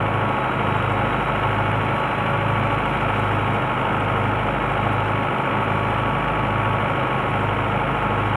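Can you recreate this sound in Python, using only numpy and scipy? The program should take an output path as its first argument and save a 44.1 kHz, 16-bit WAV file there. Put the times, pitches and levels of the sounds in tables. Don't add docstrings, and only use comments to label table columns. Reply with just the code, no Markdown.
import sys
import numpy as np
from scipy import signal
from scipy.fft import rfft, irfft, next_fast_len
from scipy.io import wavfile

SR = 44100
rng = np.random.default_rng(int(sys.argv[2]) if len(sys.argv) > 2 else 0)


def pcm_store(signal):
    levels = np.round(np.clip(np.atleast_2d(signal), -1, 1) * 32767)
    wavfile.write(sys.argv[1], SR, levels.astype(np.int16).T)


N = 368676

# place/two-turn cycle, relative knock/dB, relative valve clatter/dB
CYLINDERS = [(.055, -4.5, -1), (.31, -7.5, -0.5), (.555, 1.5, -5.5), (.79, -1.5, 1.5)]


def crank_speed():
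    # t/s, speed/(turns/s)
    load_speed = [(0, 26.62), (0.78, 26.11), (1.17, 26.17), (2.4, 26.92), (2.7, 26.8), (2.98, 26.33),
                  (4.14, 25.83), (5.72, 26.74), (6.44, 26.75), (7.5, 26.05), (8.05, 26.09), (8.36, 26.25)]
    # rate/(laps per crank turn), swing/(turns/s)
    tugs = [(.156, .075), (.331, .04)]
    speed = curve(load_speed)
    turns = np.cumsum(speed) / SR
    return speed + sum(swing * np.sin(2 * np.pi * laps * turns) for laps, swing in tugs)


def exhaust(turns, weak_orders=(8, 41), weak_db=-54.5):
    # order/crank speed, rms level/dB
    engine_tones = [(2, -37.6), (4, -32.1), (5, -49), (6, -40), (6.5, -50), (7, -51), (7.5, -49), (8, -45),
                    (8.5, -47), (9, -48), (10, -50), (10.5, -51), (11, -47), (11.5, -44), (12.5, -44.8),
                    (13, -51), (13.5, -46.6), (14.5, -40.7), (16, -51), (16.5, -44.8), (17, -49),
                    (17.5, -48), (19.5, -49), (20, -48), (22, -46.6), (23, -47.6), (25, -46.2), (25.5, -47),
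                    (26, -48.8), (27, -43.9), (27.5, -47.6), (28, -50), (29, -48.6), (29.5, -48), (30, -50),
                    (31, -46.5), (32, -47.8), (32.5, -45.5), (34.5, -48), (35.5, -48.4), (36.5, -45.6),
                    (41.5, -50), (46, -48), (48.5, -46), (50.5, -46), (52.5, -47)]
    strong = dict(engine_tones)
    cycle = np.linspace(0, 2, 8192)
    shape = np.zeros(len(cycle))
    for order in sorted({*strong, *np.arange(*weak_orders, .5)}):
        phase = rng.random() * (order > 2 * len(CYLINDERS))
        peak = np.sqrt(2) * amp(strong.get(order, weak_db))
        shape += peak * np.cos(2 * np.pi * (order * cycle + phase))
    return np.interp(turns % 2, cycle, shape)


def pipe(turns, speed, order=6, top_db=-46):
    boom = tones(turns, [(order, top_db)], waver=.1, rate_hz=2)
    return boom * response(order * speed, hz=161.4, width_hz=2.2)


def knock(turns, level_db=-34, top_hz=3000):
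    # f/Hz, width/Hz, relative level/dB
    modes = [(576, 49, -35), (880, 180, 1), (1281, 69, 14.5), (1358, 75, 3), (2350, 120, -14),
             (2520, 170, -18)]
    firings = sum(amp(db) * blows(turns, place) for place, db, _ in CYLINDERS)
    firings = signal.sosfilt(signal.butter(8, top_hz, fs=SR, output="sos"), firings)
    block = sum(amp(db) * ring(firings, hz, width, skirt=4) for hz, width, db in modes)
    return amp(level_db) * unit_rms(block)


def clacks(turns, gain_db=-2, top_hz=3200):
    # place/two-turn cycle, relative level/dB, f/Hz, width/Hz
    hits = [(.05, -40.5, 873, 350), (.11, -45.5, 2390, 452), (.135, -40.5, 1040, 450),
            (.29, -49, 2140, 450), (.315, -43, 1390, 400), (.545, -55, 2370, 450), (.565, -40.5, 1210, 550),
            (.795, -38.5, 1410, 350), (.855, -45.5, 2885, 350), (.895, -47, 1765, 400)]
    metal = sum(amp(db) * ring(blows(turns, place), hz, width) for place, db, hz, width in hits)
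    return amp(gain_db) * signal.sosfilt(signal.butter(14, top_hz, fs=SR, output="sos"), metal)


def rattle_envelope(turns, rise_cycles=.11, fall_cycles=.18):
    envelope = np.zeros(N)
    for place, _, db in CYLINDERS:
        age = (turns / 2 - place + rise_cycles / 2) % 1
        attack = 1 - np.exp(-(age / rise_cycles) ** 2)
        envelope += amp(db) * attack * np.exp(-age / fall_cycles)
    return unit_rms(envelope)


def clatter(turns, rattle, locked_db=-7, steady_db=2, grain_db=1.0, accent_db=1.13):
    # f/Hz, density/(dB per Hz)
    spectrum = [(500, -84), (1100, -72), (1330, -56.5), (1550, -69.5), (1850, -70.5), (2300, -64.5),
                (2900, -69.5), (3300, -76.5), (3700, -87.5), (4200, -95), (4800, -108), (8000, -130)]
    locked = cycle_noise(turns, points=1024)
    accents = amp(accent_db * cycle_noise(turns, points=48))
    loose = rng.standard_normal(N) * amp(grain_db * drift(rate_hz=140))
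    grit = amp(locked_db) * locked + unit_rms(loose)
    return coloured(unit_rms(grit * (amp(steady_db) + rattle) * accents), spectrum)


def gears(turns, speed):
    # order/crank speed, rms level on resonance/dB, resonance f/Hz, width/Hz
    meshes = [(18, -39, 466, 9), (21, -36, 563, 20), (42, -33.3, 1125, 65), (84, -44.5, 2220, 100)]
    return sum(tones(turns, [(order, db)], waver=.22, rate_hz=5.3) * response(order * speed, hz, width)
               for order, db, hz, width in meshes)


def whine(turns, teeth_per_turn=147):
    # t/s, rms level/dB
    fader = [(0, -68), (.45, -58.5), (1.2, -56), (1.75, -65), (2.0, -58), (2.45, -67), (3.1, -59),
             (3.55, -61), (4.0, -69), (4.42, -70), (4.62, -60), (5.0, -59.5), (5.35, -68), (5.7, -65),
             (6.7, -72), (7.0, -62), (7.7, -68), (8.3, -61.5)]
    return amp(curve(fader)) * tones(turns, [(teeth_per_turn, 0)], waver=.27, rate_hz=18)


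def drum(turns, drum_per_crank=.49433):
    # order/drum speed, rms level/dB
    partials = [(4, -45), (6, -54), (8, -33.4), (9, -53), (12, -43), (14, -54), (16, -44.5), (17, -53),
                (18, -51), (19, -52), (22, -49), (24, -53)]
    return tones(drum_per_crank * turns, partials, waver=.18, rate_hz=1.5)


def thresher(turns, pulley_per_crank=1.553, gust_db=.5):
    # f/Hz, density/(dB per Hz)
    churn = [(20, -96), (42, -78), (70, -64), (100, -58.5), (145, -57), (190, -59), (280, -57.5),
             (430, -60.5), (560, -56), (620, -59), (690, -56.5), (740, -58.5), (1060, -61.5), (1450, -61),
             (2000, -69), (4000, -110), (8000, -135)]
    # f/Hz, width/Hz, rms level/dB
    casing = [(839, 35, -37.5), (878.5, 31, -39), (927, 102, -35.5)]
    # order/crank speed, rms level/dB
    fan_tones = [(4.935, -33.2), (5.194, -40.5), (7.792, -38.5), (9.87, -45), (10.388, -49), (33.16, -47)]
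    # order/pulley speed, rms level/dB
    pulley_tones = [(8, -53), (12, -49), (13, -48), (14, -52), (16, -50), (17, -49), (20, -40.5), (21, -39),
                    (22, -46), (23, -48)]
    roar = coloured(rng.standard_normal(N), churn)
    for hz, width, db in casing:
        roar += amp(db) * ring(rng.standard_normal(N), hz, width, skirt=2)
    fans = tones(turns, fan_tones, waver=.12, rate_hz=2)
    pulley = tones(pulley_per_crank * turns, pulley_tones, waver=.2, rate_hz=2)
    return roar * amp(gust_db * drift(rate_hz=49)) + fans + pulley


def straw(gain_db=-2, decay_s=.0045):
    # t/s, relative level/dB, f/Hz, width/Hz
    loud_ticks = [(.768, -52, 7430, 900), (.92, -52, 7900, 900), (1.25, -46.5, 10000, 500),
                  (1.491, -52, 9500, 3000), (1.715, -46.5, 9850, 500), (2.182, -50, 9310, 700),
                  (2.484, -51, 9770, 900), (2.595, -52, 10800, 1500), (2.856, -49, 9200, 4000),
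                  (2.946, -47.5, 10200, 600), (3.096, -46, 10100, 500), (3.194, -45, 9000, 4500),
                  (3.411, -52, 10000, 1000), (3.535, -51, 9000, 3000), (3.887, -51, 9900, 800),
                  (4.0, -45, 8490, 1500), (4.931, -48.5, 9800, 4000), (5.058, -49.5, 8700, 3000),
                  (5.51, -51, 9900, 900), (6.185, -51, 9500, 3000), (6.633, -52, 10500, 1500),
                  (7.307, -47, 9830, 600), (7.434, -51, 8700, 2500)]
    out = np.zeros(N)
    t = np.arange(SR // 20) / SR
    for s, db, hz, width in loud_ticks + faint_ticks():
        band = ring(rng.standard_normal(len(t)), hz, width)
        tick = amp(db + gain_db) * band * np.exp(-t / decay_s)
        slot = out[round(s * SR):][:len(t)]
        slot += tick[:len(slot)]
    return out


def faint_ticks(per_s=9, relative_db=-55, spread_db=3):
    gap, size, ping = rng.random((200, 3)).T
    times = np.cumsum(-np.log(1 - gap)) / per_s
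    levels = relative_db + spread_db * (2 * size - 1)
    hz = np.interp(ping, [0, 1], [8000, 10500])
    width_hz = np.interp(ping, [0, 1], [2000, 400])
    return [row for row in zip(times, levels, hz, width_hz) if row[0] < N / SR]


def hiss(rattle, steady=.94, flicker_db=.7):
    # f/Hz, density/(dB per Hz)
    spectrum = [(3000, -110), (4800, -104), (5500, -97), (6300, -105), (7100, -96), (7700, -103),
                (8250, -97.5), (9000, -99.5), (10000, -96), (11100, -98), (12400, -104.5), (12800, -109.5),
                (13500, -110), (14200, -113), (15700, -116)]
    pulsing = rng.standard_normal(N) * (steady + rattle)
    flicker = amp(flicker_db * drift(rate_hz=15))
    return coloured(unit_rms(pulsing * flicker), spectrum)


def blows(turns, place, uneven_db=1.5, jitter_s=.00005):
    due = np.interp(np.arange(place, turns[-1] / 2, 1), turns / 2, np.arange(N))
    late, strength = rng.standard_normal((len(due), 2)).T
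    onsets = np.clip(due + late * jitter_s * SR, 0, N - 1).astype(int)
    out = np.zeros(N)
    out[onsets] = amp(uneven_db * strength)
    return out


def cycle_noise(turns, points):
    pattern = rng.standard_normal(points)
    return unit_rms(np.interp(turns / 2 % 1, np.linspace(0, 1, points), pattern))


def tones(turns, rows, waver, rate_hz):
    out = np.zeros(N)
    for order, db in rows:
        angle = 2 * np.pi * order * turns
        strength = 1 + waver * drift(rate_hz)
        slip = waver * drift(rate_hz)
        out += amp(db) * (strength * np.cos(angle) + slip * np.sin(angle))
    return np.sqrt(2) * out


def ring(x, hz, width_hz, skirt=1):
    for width in (width_hz, skirt * width_hz):
        x = signal.lfilter(*signal.iirpeak(hz, hz / width, fs=SR), x)
    return unit_rms(x)


def response(pitch_hz, hz, width_hz):
    return 1 / np.sqrt(1 + (2 * (pitch_hz - hz) / width_hz) ** 2)


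def coloured(x, spectrum):
    hz, db = np.transpose(spectrum)
    size = next_fast_len(N + 4096)
    bins_hz = np.fft.rfftfreq(size, 1 / SR)
    gain = amp(np.interp(np.log(bins_hz + 1), np.log(hz), db))
    return irfft(rfft(x, size) * gain, size)[:N] * np.sqrt(SR / 2)


def drift(rate_hz, points=2048):
    hz = np.fft.rfftfreq(points, N / SR / points)
    slow = irfft(rfft(rng.standard_normal(points)) / (1 + (hz / rate_hz) ** 2))
    return unit_rms(np.interp(np.linspace(0, points - 1, N), np.arange(points), slow))


def curve(rows):
    return np.interp(np.arange(N) / SR, *np.transpose(rows))


def amp(db):
    return 10 ** (np.asarray(db) / 20)


def unit_rms(x):
    return x / np.sqrt(np.mean(x ** 2) + 1e-20)


def scene(opposed_s=3.75):
    # t/s, gain/dB
    treble_fader = [(0, -1.5), (.9, 0.7), (2.4, 0.5), (3.0, 1.3), (3.7, 0), (8.36, -0.1)]
    speed = crank_speed()
    turns = np.cumsum(speed) / SR
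    since_opposed = turns - turns[round(opposed_s * SR)]
    drone = -drum(since_opposed) + exhaust(since_opposed) + pipe(since_opposed, speed)
    rattle = rattle_envelope(turns)
    treble = amp(curve(treble_fader)) * (clatter(turns, rattle) + hiss(rattle))
    engine = knock(turns) + clacks(turns) + gears(turns, speed) + whine(turns) + treble
    return (drone + engine + thresher(turns) + straw())[None]


def record(dry, top_hz=15750):
    faded = dry * signal.windows.tukey(N, .001)
    high_cut = signal.firwin(511, top_hz, window=("kaiser", 9), fs=SR)
    return signal.oaconvolve(faded, high_cut[None], "same")


dry = scene()
out = record(dry)
pcm_store(out)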